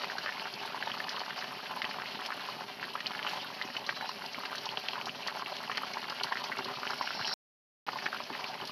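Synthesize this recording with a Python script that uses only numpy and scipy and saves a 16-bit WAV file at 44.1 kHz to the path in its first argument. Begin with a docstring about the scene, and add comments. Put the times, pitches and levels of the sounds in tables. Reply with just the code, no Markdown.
"""Big bubbles pop at once, over a bed of small ones and a fine fizz: broth boils in a metal wok over a gas flame.
Bubbles are decaying sines of rising pitch; fizz, spits, sizzle and leaves are shaped clicks or noise bursts.
Drops spit on the hot wall, leafy greens are laid in, and resonators make the wok hum along with the boil.
A sizzle swells, the sound breaks off for half a second, and the boil goes on as a spatula presses the greens."""
import sys
import numpy as np
from scipy import signal
from scipy.fft import rfft, irfft
from scipy.io import wavfile

SR = 44100
rng = np.random.default_rng(int(sys.argv[2]) if len(sys.argv) > 2 else 0)


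def to_wav(s):
    """Save 16-bit WAV."""
    ch = np.atleast_2d(s).T  # columns
    pcm = np.round(np.clip(ch, -1, 1) * 32767)  # PCM
    wavfile.write(sys.argv[1], SR, pcm.astype(np.int16))


N = 384111
TIME = np.arange(N) / SR

# All levels are relative: each layer's gain and the microphone response come on top.
# biggest bubbles bursting: start_s, level_db, pitch_hz (at onset), decay_cycles (to fade by 60 dB)
BIG_BUBBLES = [(0.008, -34, 1070, 8), (0.0366, -24, 1090, 5), (0.0439, -25.5, 2090, 7),
               (0.0992, -26, 1533, 16.5), (0.118, -31, 1440, 11), (0.182, -28, 1440, 31),
               (0.249, -32, 1260, 7), (0.2607, -22, 1326, 4), (0.2626, -26, 1280, 1), (0.272, -26, 1380, 8),
               (0.2815, -24, 1620, 7), (0.2907, -24.5, 1633, 26), (0.2928, -27, 1140, 3.5),
               (0.3228, -28, 1700, 5), (0.371, -30, 1860, 8), (0.38, -34, 1110, 7),
               (0.4551, -27.5, 1220, 3), (0.472, -31.5, 1290, 14), (0.6319, -31.5, 900, 7),
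               (0.652, -32, 865, 19), (0.677, -36, 1300, 7), (0.7449, -29, 856, 13.5),
               (0.777, -33, 1180, 8), (0.804, -34, 890, 8), (0.8253, -22.5, 1480, 13),
               (0.8725, -28.5, 779, 12), (0.901, -29, 1530, 7), (0.9167, -26, 2830, 26.5),
               (0.9405, -30, 1130, 15), (0.9751, -31, 1180, 7), (1.002, -25, 1560, 18),
               (1.0414, -25, 2600, 7), (1.0655, -35, 933, 31), (1.0838, -26, 1335, 4),
               (1.094, -32, 2935, 28), (1.104, -35, 1320, 7), (1.1452, -30, 1010, 5),
               (1.1524, -35, 898, 12), (1.1647, -28, 2820, 25), (1.17, -33, 1040, 10),
               (1.2043, -32.5, 970, 7), (1.2155, -28, 743, 5), (1.235, -30.5, 1560, 14),
               (1.28, -32, 900, 8), (1.3062, -26, 1557, 15), (1.376, -32.5, 920, 5), (1.414, -32, 1180, 8),
               (1.424, -27.5, 1327, 4), (1.442, -34, 1530, 8), (1.508, -31.5, 1220, 8),
               (1.659, -32, 1620, 8), (1.711, -34, 1050, 6), (1.738, -33, 1290, 7), (1.762, -32.5, 880, 16),
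               (1.7705, -32.5, 827, 22), (1.8182, -24.5, 1872, 31), (1.8189, -29.5, 2320, 6.5),
               (1.8185, -19, 2530, 4.5), (1.8433, -23.5, 1900, 6.5), (1.8447, -23, 2056, 6),
               (1.8511, -23.5, 2813, 20), (1.892, -33, 850, 7), (1.911, -27.5, 1380, 5),
               (1.9849, -29.5, 884, 9), (1.9985, -30.5, 1285, 6), (2.0198, -26, 1242, 2),
               (2.058, -30, 1780, 12), (2.148, -34, 1530, 2), (2.191, -32, 1000, 5),
               (2.1976, -29.5, 1125, 5), (2.2178, -31.5, 1450, 6), (2.2609, -30, 2500, 9),
               (2.3039, -26.5, 1087, 17), (2.3192, -29, 1400, 4), (2.323, -24, 1317, 6),
               (2.4871, -29, 900, 11), (2.496, -33, 980, 4), (2.6076, -32, 860, 12), (2.797, -32, 1700, 5),
               (2.8279, -25, 1500, 13), (2.8405, -28, 1590, 14), (2.881, -33, 1200, 6),
               (2.9535, -23, 1052, 10), (3.0062, -27, 1560, 5), (3.0607, -26, 2690, 15),
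               (3.0675, -20, 3800, 14.5), (3.107, -32, 940, 7), (3.134, -32, 1250, 7),
               (3.15, -27.5, 1313, 7.5), (3.1919, -22, 1560, 3.5), (3.2282, -25, 2800, 19),
               (3.2483, -25, 970, 3.5), (3.2652, -24.5, 1090, 8.5), (3.2676, -23.5, 2710, 16),
               (3.2741, -25, 2614, 28), (3.3338, -30.5, 821, 11), (3.373, -32, 1000, 3),
               (3.384, -34.5, 770, 9), (3.446, -33, 1260, 7.5), (3.502, -34, 940, 7),
               (3.6139, -23.5, 1763, 23), (3.6234, -21, 3280, 6.5), (3.702, -32.5, 1520, 7),
               (3.751, -30.5, 1340, 8), (3.7661, -24, 2585, 26), (3.769, -29, 2630, 25.5),
               (3.8911, -17, 1433, 3.5), (3.8938, -30.5, 1620, 1.5), (3.8987, -26.5, 3000, 20),
               (3.9072, -28, 1450, 6), (3.925, -32, 990, 8), (4.0096, -28.5, 1502, 20),
               (4.0426, -33.5, 706, 15.5), (4.058, -34, 920, 3), (4.0921, -27.5, 903, 13),
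               (4.22, -31.5, 1300, 11), (4.3452, -28, 1970, 20), (4.385, -31, 880, 8),
               (4.4355, -29, 1050, 5), (4.4529, -25, 2390, 6), (4.4565, -25, 1555, 1), (4.516, -31, 950, 8),
               (4.5293, -26.5, 1015, 3.5), (4.5501, -27.5, 1330, 5.5), (4.5815, -26.5, 3290, 8),
               (4.6549, -38, 803, 24.5), (4.6571, -25.5, 3410, 3), (4.6647, -31, 832, 12),
               (4.69, -23.5, 2710, 17.5), (4.7726, -18, 2815, 16), (4.7735, -28, 734, 5),
               (4.8858, -17, 2660, 5), (4.9337, -26, 2700, 18), (4.9557, -25.5, 1230, 9),
               (4.9782, -31, 900, 23), (5.013, -25.5, 2220, 7.5), (5.069, -31, 770, 7),
               (5.082, -30, 1100, 5), (5.0939, -27.5, 2630, 29), (5.2649, -30.5, 830, 9),
               (5.2745, -27.5, 3420, 0.5), (5.276, -23, 3260, 3.5), (5.2829, -22, 1310, 4.5),
               (5.2965, -29.5, 1160, 6), (5.371, -31, 1050, 9), (5.395, -30.5, 1140, 7),
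               (5.4214, -27, 964, 12), (5.4606, -23, 2500, 3.5), (5.5211, -27.5, 780, 7.5),
               (5.5676, -27.5, 2930, 17), (5.638, -31, 1510, 8), (5.652, -33, 1410, 7),
               (5.697, -22.5, 975, 4), (5.7152, -25.5, 1590, 7), (5.7156, -27.5, 2700, 24),
               (5.725, -31, 1840, 10), (5.7494, -26, 2210, 4), (5.7724, -23, 2710, 16),
               (5.779, -19.5, 1334, 2.5), (5.817, -34, 1010, 7), (5.8332, -28, 1132, 27),
               (5.9364, -34, 2040, 27), (5.943, -32, 1900, 10), (5.9702, -24, 898, 7),
               (6.028, -32, 1070, 7), (6.042, -29.5, 1740, 10.5), (6.085, -32.5, 1150, 7),
               (6.1, -26, 940, 0.5), (6.1054, -29.5, 970, 3.5), (6.1219, -28.5, 1094, 10),
               (6.2011, -25.5, 2680, 12), (6.2099, -24.5, 970, 2), (6.2361, -24.5, 2800, 21),
               (6.2432, -27, 900, 5), (6.271, -27, 1280, 4.5), (6.3206, -23, 900, 8),
               (6.324, -22.5, 1607, 28), (6.3553, -25, 1330, 5), (6.3712, -22.5, 1675, 10),
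               (6.4179, -30.5, 899, 10), (6.4959, -30.5, 895, 13), (6.5181, -22.5, 1500, 5),
               (6.5241, -27, 1740, 18), (6.57, -24, 1450, 1.5), (6.589, -24, 968, 4.5),
               (6.6577, -30.5, 977, 9), (6.689, -32, 1190, 9), (6.704, -32, 1250, 7),
               (6.714, -34, 1190, 11), (6.7721, -30.5, 1056, 5.5), (6.8318, -24.5, 1125, 6.5),
               (6.8533, -26, 1170, 5), (6.8683, -23.5, 1500, 4), (6.8751, -28, 2710, 26),
               (6.9007, -26.5, 1046, 4.5), (6.905, -25, 1096, 4.5), (6.913, -29, 1400, 9),
               (6.9334, -24.5, 1136, 5.5), (7.0106, -20.5, 936, 10), (7.0254, -29.5, 1807, 27),
               (7.0738, -24, 1323, 9.5), (7.091, -32, 1540, 7), (7.1059, -23, 1200, 6),
               (7.1937, -28.5, 1050, 3.5), (7.2123, -25.5, 1380, 9), (7.225, -29.5, 1680, 9),
               (7.2466, -23, 2802, 17.5), (7.25, -27.5, 2800, 28.5), (7.278, -27.5, 1390, 8),
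               (7.3137, -29, 1180, 13), (7.883, -25.5, 790, 3), (7.8887, -21.5, 1063, 4),
               (7.932, -31, 960, 8), (7.9572, -30.5, 920, 21), (7.9627, -34, 860, 17.5),
               (7.988, -27, 1500, 3.5), (8.0227, -29, 1230, 4), (8.0586, -24, 1660, 6),
               (8.0616, -22, 1546, 1), (8.0631, -18, 1553, 17), (8.076, -31, 1550, 11),
               (8.1285, -25, 1323, 16), (8.1458, -27, 1230, 11.5), (8.1626, -29.5, 1273, 7.5),
               (8.2026, -27, 933, 5), (8.301, -31, 900, 12), (8.3504, -27.5, 1614, 7), (8.392, -32, 810, 9),
               (8.401, -35, 1150, 4), (8.442, -24.5, 2150, 12), (8.542, -30, 1740, 10), (8.62, -34, 960, 5)]
# vigour of the boil: time_s, level_db
BOIL_VIGOUR = [(0.0, -40), (0.43, -42.5), (1.03, -41), (1.5, -42.5), (2.43, -41.5), (2.59, -44),
               (2.83, -45), (3.22, -42), (3.68, -43.5), (4.37, -42), (5.97, -42), (7.1, -41.5), (8.0, -42),
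               (8.042, -42), (8.7, -42.5)]
# spectrum of the fizz: frequency_hz, level_db
FIZZ_SPECTRUM = [(300, -18), (520, -5), (650, 5), (950, 1), (1600, 2), (2300, 1), (2900, 1), (4500, 3),
                 (6500, -2.5), (9000, -5), (15000, -5)]
# sharp, dry ticks among the stems and the broth: start_s, level_db
STEM_TICKS = [(0.019, -23), (0.322, -38), (0.397, -21.5), (0.901, -27), (0.976, -30), (1.0414, -24),
              (1.205, -24), (1.821, -28), (1.8517, -26), (2.02, -27), (2.148, -26), (2.2602, -22),
              (3.005, -20.5), (3.0605, -22), (3.118, -24), (3.15, -31.5), (3.192, -23), (3.228, -31.5),
              (3.249, -31), (3.276, -31), (3.333, -29.5), (5.772, -22), (6.199, -23.5), (6.869, -23),
              (7.986, -26.5), (8.022, -37), (8.06, -28), (8.351, -38), (8.442, -25)]
# drops spitting on hot metal: start_s, sputter_db, spray_db
SPITTING_DROPS = [(0.183, -23, -47.5), (0.538, -25.5, -48), (0.602, -31, -50), (0.659, -45, -30),
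                  (0.859, -29, -48), (1.092, -20.5, -34), (1.194, -28, -45), (1.849, -39.5, -39.5),
                  (2.261, -22.5, -28), (2.936, -32.5, -31.5), (3.006, -30, -48), (3.067, -22.5, -45),
                  (3.294, -24, -36.5), (3.336, -28.5, -45), (3.622, -32.5, -44), (3.767, -28, -47.5),
                  (3.865, -27, -37.5), (4.09, -25.5, -47.5), (4.261, -26.5, -43), (4.332, -26.5, -48),
                  (4.455, -28.5, -41), (4.555, -25, -27.5), (4.581, -25.5, -48), (4.655, -21.5, -40),
                  (4.884, -29, -47.5), (5.02, -33, -48), (5.057, -24.5, -33), (5.273, -17.5, -28.5),
                  (5.565, -26, -37.5), (5.629, -37, -32), (5.773, -22, -29.5), (5.935, -24.5, -36),
                  (6.0, -48, -37), (6.098, -23.5, -38), (6.234, -17.5, -21.5), (6.397, -41, -35),
                  (6.439, -22.5, -34.5), (6.584, -26, -41.5), (6.645, -24.5, -40), (6.906, -24.5, -38.5),
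                  (6.941, -45, -31), (6.977, -41, -32), (7.274, -19.5, -31.5), (8.237, -27, -49),
                  (8.441, -34, -48), (8.534, -49, -43), (8.652, -28, -34.5), (8.673, -23, -29.5)]
# thin whistles of steam under the leaves: start_s, length_s, first_hz, last_hz, level_db
STEAM_WHISTLES = [(3.39, .09, 3700, 3700, -45.5), (3.93, 0.1, 4020, 3950, -45),
                  (4.009, 0.043, 4080, 3830, -42.5), (4.0, 0.16, 4040, 4010, -49)]
# broth searing on the hot wall: time_s, level_db
SEAR_LEVEL = [(6.8, -64), (6.95, -48), (7.1, -44.5), (7.2, -42), (7.26, -37), (7.34, -37), (7.6, -97)]
# spectrum of the sear: frequency_hz, level_db
SIZZLE_SPECTRUM = [(1500, -30.5), (3500, -11.5), (4000, 6), (4300, 2.5), (4800, 4.5), (5200, 4.5),
                   (5500, 13), (5750, 4), (6100, -14), (9000, -24), (15000, -21.5)]
# resonances of the filled wok: pitch_hz, width_hz, level_db
WOK_MODES = [(240.8, 35, 2.5), (403.6, 24.3, 4), (573.7, 64.7, 0.5), (747.6, 23, 5), (875, 55, 1.5),
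             (1004, 44, -2), (1606, 70, -14.5), (2980, 350, -11), (4170, 250, -12), (5500, 4.6, -4),
             (11060, 130, 0), (12040, 120, 0.5), (12950, 100, 2)]
# dull bumps against the wok: start_s, level_db
WOK_BUMPS = [(6.249, -41), (6.576, -41), (6.591, -38), (6.607, -40), (6.647, -41), (6.658, -40),
             (6.676, -39), (6.696, -44), (6.711, -43), (6.774, -45), (6.823, -46), (6.868, -43),
             (6.901, -42), (6.931, -42), (8.304, -36), (8.315, -41), (8.394, -49), (8.44, -44),
             (8.553, -51), (8.623, -43), (8.639, -42)]
# low modes of the bumped wok: pitch_hz, level_db, t60_s
BUMP_MODES = [(140, -6, .07), (255, -4, .07), (399, -3, .11), (570, -8, .05), (745, -4, .09)]
# low glugs of steam from deep in the broth: start_s, level_db, pitch_hz (at onset)
STEAM_GLUGS = [(2.146, -41, 218), (2.189, -42, 219), (3.649, -37, 263), (4.378, -39, 215),
               (6.765, -45, 120), (7.206, -40, 104.4), (8.303, -31.5, 350.6), (8.611, -46, 95),
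               (8.625, -43, 253)]
# spectrum of the steady rumble: frequency_hz, level_db
RUMBLE_SPECTRUM = [(25, -20), (70, -16.5), (100, -8.5), (120, 0.5), (170, 2), (265, 2), (310, -7),
                   (400, -1), (500, -6.5), (900, -12), (3000, -54)]
# microphone response above the bowl: frequency_hz, level_db
MIC_RESPONSE = [(25, -11), (75, -6.5), (130, -1.5), (410, 3.5), (490, 0.5), (600, 2.5), (800, 0.5),
                (1200, 2), (3000, 2), (3650, -3), (4500, 1), (5500, -4), (6300, -11), (7200, -22),
                (8300, -27.5), (10000, -21.5), (11500, -15.5), (13000, -21), (15500, -32)]
# silent gap: start_s, end_s
SILENT_GAP = (7.339, 7.8655)

SURGE_DB, SURGES_PER_S = 0.44, 35    # the boil comes in short random surges
RUMBLE_DB = -56                      # steady rumble beneath the boil
LEAVES_S = 3.32                      # the greens rustle loudest here
CUTOFF_HZ = 15600                    # top of the recorded band


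def from_db(db):
    """Level: an amplitude gain is ten to the power of decibels over twenty."""
    return 10 ** (np.asarray(db) / 20)


def rms_one(x):
    """Normalisation: scale to a root-mean-square value of 1."""
    return x / np.sqrt(np.mean(x ** 2) + 1e-20)


def in_time(rows):
    """Linear interpolation: each column of a curve at every sample."""
    time_s, *columns = np.transpose(rows)
    return [np.interp(TIME, time_s, column) for column in columns]


def add(out, start_s, sound):
    """Superposition: mix a sound in from its start time on."""
    i = int(np.clip(start_s * SR, 0, N - 1))
    out[i:i + len(sound)] += sound[:N - i]


def drift(rate):
    """Random modulation: straight lines join `rate` normal values per second, each of spread 1."""
    knots = rng.standard_normal(4000)
    return np.interp(TIME * rate, np.arange(len(knots)), knots)


def band(x, low_hz, high_hz):
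    """Band-pass filtering: keep the band between two frequencies."""
    sections = signal.butter(2, [low_hz, high_hz], "band", fs=SR, output="sos")
    return signal.sosfilt(sections, x + 1e-18)


def colour(x, spectrum, size=4096):
    """Minimum-phase filtering: a folded cepstrum gives a causal response that follows a spectrum."""
    hz, db = np.transpose(spectrum)
    grid_hz = np.maximum(np.fft.rfftfreq(size, 1 / SR), 1)
    gain = from_db(np.interp(np.log(grid_hz), np.log(hz), db))
    cepstrum = irfft(np.log(gain))
    cepstrum[1:size // 2] *= 2
    cepstrum[size // 2 + 1:] = 0
    response = irfft(np.exp(rfft(cepstrum)))
    return signal.oaconvolve(x, response)[:N]


def grains(per_s, spread_db):
    """Shot noise: random clicks of uneven size and sign."""
    sizes = from_db(spread_db * np.minimum(rng.exponential(1, N), 4))
    signs = rng.choice([-1, 1], N)
    return sizes * signs * (rng.random(N) < per_s / SR)


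def noise_burst(length_s, fade_s):
    """Exponential decay: white noise that falls by a factor e in each fade time."""
    t = np.arange(int(length_s * SR)) / SR
    return rng.standard_normal(len(t)) * np.exp(-t / fade_s)


def bubble(hz, cycles, rise=0.1076, swell=0.452):
    """Damped resonance: an opening bubble rings up, climbs in pitch and dies; its envelope peaks at 1."""
    turn = np.arange(int(SR * cycles / hz) + 2) * hz / SR    # elapsed cycles of the onset pitch
    shape = (1 - np.exp(-(turn / swell) ** 2)) * from_db(-60 * turn / cycles)
    phase = 2 * np.pi * turn * (1 + rise * turn / cycles)
    return shape / shape.max() * np.sin(phase)


def big_pops(level_db, snap_db, snap_s, daughter_db, wait_s, daughter_octaves, daughter_rise, count=4):
    """Film rupture: each big bubble snaps open and rings, then folds into weaker, smaller daughter bubbles."""
    out, snaps = np.zeros(N), np.zeros(N)
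    for s, db, hz, cycles in BIG_BUBBLES:
        parent = bubble(hz, cycles, rise=0.363, swell=0.852)
        add(out, s, from_db(db + level_db) * parent * rng.choice([-1, 1]))
        # the snap comes one cycle into the ring
        add(snaps, s + 1 / hz, from_db(db + snap_db) * noise_burst(0.01, snap_s))
        for wait, pitch in rng.random((count, 2)):
            daughter_hz = hz * daughter_rise * 2 ** (daughter_octaves * (2 * pitch - 1))
            daughter = bubble(daughter_hz, cycles=9.7) * rng.choice([-1, 1])
            gain = from_db(db + daughter_db) * (1 - wait / 2)    # later ones are weaker
            add(out, s + (wait + 0.147) * wait_s, gain * daughter)
    return out + band(snaps, low_hz=696, high_hz=4800)


def small_pops(per_s, lowest_hz, octaves, spread_db, cycles, cluster_s, count=3):
    """Clustered resonances: small bubbles burst in little groups of mixed pitch and damping; rms 1."""
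    out = np.zeros(N)
    clusters = int(per_s * N / SR / count)
    for when, *members in rng.random((1500, 1 + 4 * count))[:clusters]:
        for wait, size, pitch, damping in np.reshape(members, (count, -1)):
            hz = lowest_hz * 2 ** (octaves * pitch ** 1.2)    # most are low
            gain = from_db(-spread_db * np.log(size + 0.063))
            pop = bubble(hz, cycles * 2 ** (2 * damping - 1))
            add(out, when * N / SR + wait * cluster_s, gain * pop)
    return rms_one(out)


def fizz(per_s, spread_db, flutter_db):
    """Modulated shot noise: tiny bubbles crackle in flurries; rms 1."""
    flurry = from_db(flutter_db * drift(70))
    return rms_one(colour(grains(per_s, spread_db) * flurry, FIZZ_SPECTRUM))


def flurries(per_s, centre_hz, octaves, width, fade_s, spread_db):
    """Narrow-band noise: patches of foam collapse, each a brief fizz at a pitch of its own; rms 1."""
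    out, t = np.zeros(N), np.arange(SR // 12) / SR
    swell = t / fade_s * np.exp(-t / fade_s)
    for when, pitch, size in rng.random((600, 3))[:int(per_s * N / SR)]:
        hz = centre_hz * 2 ** (octaves * (pitch - .5))
        patch = band(rng.standard_normal(len(t)) * swell, hz / (1 + width), hz * (1 + width))
        add(out, when * N / SR, from_db(spread_db * size) * patch)
    return rms_one(out)


def ticks(level_db, hz, cycles):
    """Heavy damping: a tiny snap is over within a few cycles."""
    out = np.zeros(N)
    for s, db in STEM_TICKS:
        add(out, s, from_db(db + level_db) * bubble(hz, cycles))
    return out


def spits(sputter_db, spray_db, fade_s, spray_fade_s):
    """Flash boiling: a drop turns to steam in a sputter of a few milliseconds and a higher spray."""
    sputter, spray = np.zeros(N), np.zeros(N)
    for s, coarse_db, fine_db in SPITTING_DROPS:
        add(sputter, s, from_db(coarse_db + sputter_db) * noise_burst(0.05, fade_s))
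        add(spray, s, from_db(fine_db + spray_db) * noise_burst(0.05, spray_fade_s))
    return band(sputter, low_hz=3574, high_hz=6028) + band(spray, low_hz=7800, high_hz=11300)


def whistles(waver_hz, flutter_db):
    """Jet tone: steam squeezing out under a wet leaf gives a sputtering note, level or falling."""
    out = np.zeros(N)
    for s, length_s, first_hz, last_hz, db in STEAM_WHISTLES:
        n = int(length_s * SR)
        hz = np.linspace(first_hz, last_hz, n) + waver_hz * drift(400)[:n]
        level = from_db(db + flutter_db * drift(180)[:n]) * np.hanning(n)
        add(out, s, level * np.sin(2 * np.pi * np.cumsum(hz) / SR))
    return out


def leaves(s, width_s, level_db):
    """Friction noise: the last handful of greens rustles down, with an airy hiss as it meets the heat."""
    rustle = rms_one(band(grains(per_s=1700, spread_db=4.5), low_hz=827, high_hz=4205))
    air = rms_one(band(grains(per_s=11000, spread_db=-2.5), low_hz=4800, high_hz=16000))
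    rustle_swell = np.exp(-((TIME - s) / (1.41 * width_s)) ** 2)    # the stems touch first and settle last
    air_swell = np.exp(-((TIME - s) / width_s) ** 2)
    return from_db(level_db) * (rustle_swell * rustle + from_db(4.5) * air_swell * air)


def sizzle(per_s, spread_db, flutter_db, flutters_per_s):
    """Modulated shot noise: broth on the hot wall boils off in rapid, uneven spurts; rms 1."""
    spurts = from_db(flutter_db * drift(flutters_per_s))
    return rms_one(colour(grains(per_s, spread_db) * spurts, SIZZLE_SPECTRUM))


def wok(x):
    """Forced resonance: the bowl's modes, damped by the broth, ring along with what drives them."""
    out = np.zeros(N)
    for hz, width_hz, db in WOK_MODES:
        r = np.exp(-np.pi * width_hz / SR)    # pole radius sets the damping
        zeros = [(1 - r * r) / 2, 0, (r * r - 1) / 2]
        poles = [1, -2 * r * np.cos(2 * np.pi * hz / SR), r * r]
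        out += from_db(db) * signal.lfilter(zeros, poles, x)
    return out


def bumps(level_db, thud_db, fade_s):
    """Impact excitation: a soft contact gives a short, dull thud and rings the bowl's low modes."""
    push, rings, t = np.zeros(N), np.zeros(N), np.arange(SR // 4) / SR
    note = np.zeros(len(t))
    for hz, db, t60_s in BUMP_MODES:
        note += from_db(db - 60 * t / t60_s) * np.sin(2 * np.pi * hz * t)
    for s, db in WOK_BUMPS:
        add(push, s, from_db(db + thud_db) * noise_burst(0.25, fade_s))
        add(rings, s, from_db(db + level_db) * note)
    return band(push + rings, low_hz=125, high_hz=780)


def glugs(level_db, cycles, ring_db):
    """Large-bubble resonance: a pocket of steam heaves for a few cycles and nudges the bowl."""
    out = np.zeros(N)
    for s, db, hz in STEAM_GLUGS:
        add(out, s, from_db(db + level_db) * bubble(hz, cycles, rise=0.224, swell=0.72))
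    return out + from_db(ring_db) * wok(out)


def echoes(x, delay_s, t60, moves_per_s, count=3):
    """Reverberation: dense reflections start after a delay and die away; their mix shifts at random."""
    t = np.arange(SR // 3) / SR
    shares = np.array([drift(moves_per_s) for _ in range(count)])
    out = np.zeros(N)
    for share in shares / np.linalg.norm(shares, axis=0):
        tail = rng.standard_normal(len(t)) * from_db(-60 * t / t60) * (t > delay_s)
        out += signal.oaconvolve(x * share, tail / np.linalg.norm(tail))[:N]
    return out


def hum():
    """Forced resonance: bubbles collapsing on the metal itself keep the bowl humming."""
    return from_db(RUMBLE_DB + 14.0) * wok(rms_one(grains(per_s=1500, spread_db=4.0)))


def rumble():
    """Filtered shot noise: a steady low rumble lies beneath the boil."""
    return from_db(RUMBLE_DB) * rms_one(colour(grains(per_s=900, spread_db=5.5), RUMBLE_SPECTRUM))


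def scene():
    """Superposition: the boil in its bowl, the kitchen around it and the flame below."""
    vigour_db, = in_time(BOIL_VIGOUR)
    vigour_db = vigour_db + SURGE_DB * drift(SURGES_PER_S)
    sear_db, = in_time(SEAR_LEVEL)
    pops = big_pops(level_db=-2.0, snap_db=-5.5, snap_s=0.00083, daughter_db=-9, wait_s=.007,
                    daughter_octaves=0.599, daughter_rise=1.35)
    # the smaller the bubbles, the higher they ring
    small = from_db(vigour_db - 9.5) * small_pops(
        per_s=170, lowest_hz=770, octaves=1.4966, spread_db=2.5, cycles=13, cluster_s=.014)
    tiny = from_db(vigour_db - 11.0) * small_pops(
        per_s=250, lowest_hz=2470.0, octaves=1.2, spread_db=4.0, cycles=18, cluster_s=.02)
    finest = from_db(-54.5) * small_pops(
        per_s=48, lowest_hz=8780, octaves=.5, spread_db=7, cycles=14, cluster_s=0.039)
    crackle = from_db(vigour_db - 3.3) * fizz(per_s=4200, spread_db=2.0, flutter_db=2.5)
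    mist = from_db(-49.5) * rms_one(band(grains(per_s=5000, spread_db=4.0), low_hz=8517, high_hz=15100))
    foam = from_db(vigour_db - 10.0) * flurries(
        per_s=40, centre_hz=3830, octaves=1.25, width=0.14, fade_s=0.00946, spread_db=10.5)
    boil = small + tiny + finest + crackle + mist + foam
    boil += ticks(level_db=-1.5, hz=2615, cycles=2.7)
    boil += spits(sputter_db=0.5, spray_db=2.5, fade_s=0.00504, spray_fade_s=0.0075)
    boil += whistles(waver_hz=45, flutter_db=0.5)
    boil += leaves(LEAVES_S, width_s=0.0635, level_db=-45.0)
    boil += from_db(sear_db) * sizzle(per_s=4500, spread_db=2.0, flutter_db=2.5, flutters_per_s=130)
    # bubbles at the surface shake the metal less
    ring = from_db(-1.0) * wok(boil + from_db(-2) * pops)
    boil += pops
    bowl = from_db(-11.5) * echoes(boil, delay_s=0.0012, t60=0.056, moves_per_s=14)
    kitchen = from_db(-20.0) * echoes(boil, delay_s=0.011, t60=0.18, moves_per_s=6)
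    thuds = bumps(level_db=-2.5, thud_db=6.5, fade_s=0.011)
    thuds += glugs(level_db=-3.5, cycles=4.55, ring_db=-2.5)
    return (boil + bowl + kitchen + ring + hum() + rumble() + thuds)[None]


def record(dry):
    """Linear filtering and gating: microphone colour, half a second of silence and a steep top cut."""
    gap_start_s, gap_end_s = SILENT_GAP
    running = (TIME < gap_start_s) | (TIME > gap_end_s)
    sound = colour(dry[0], MIC_RESPONSE) * running
    top_cut = signal.ellip(10, .1, 80, CUTOFF_HZ, fs=SR, output="sos")
    return signal.sosfilt(top_cut, sound + 1e-18)[None]


dry = scene()
out = record(dry)
to_wav(out)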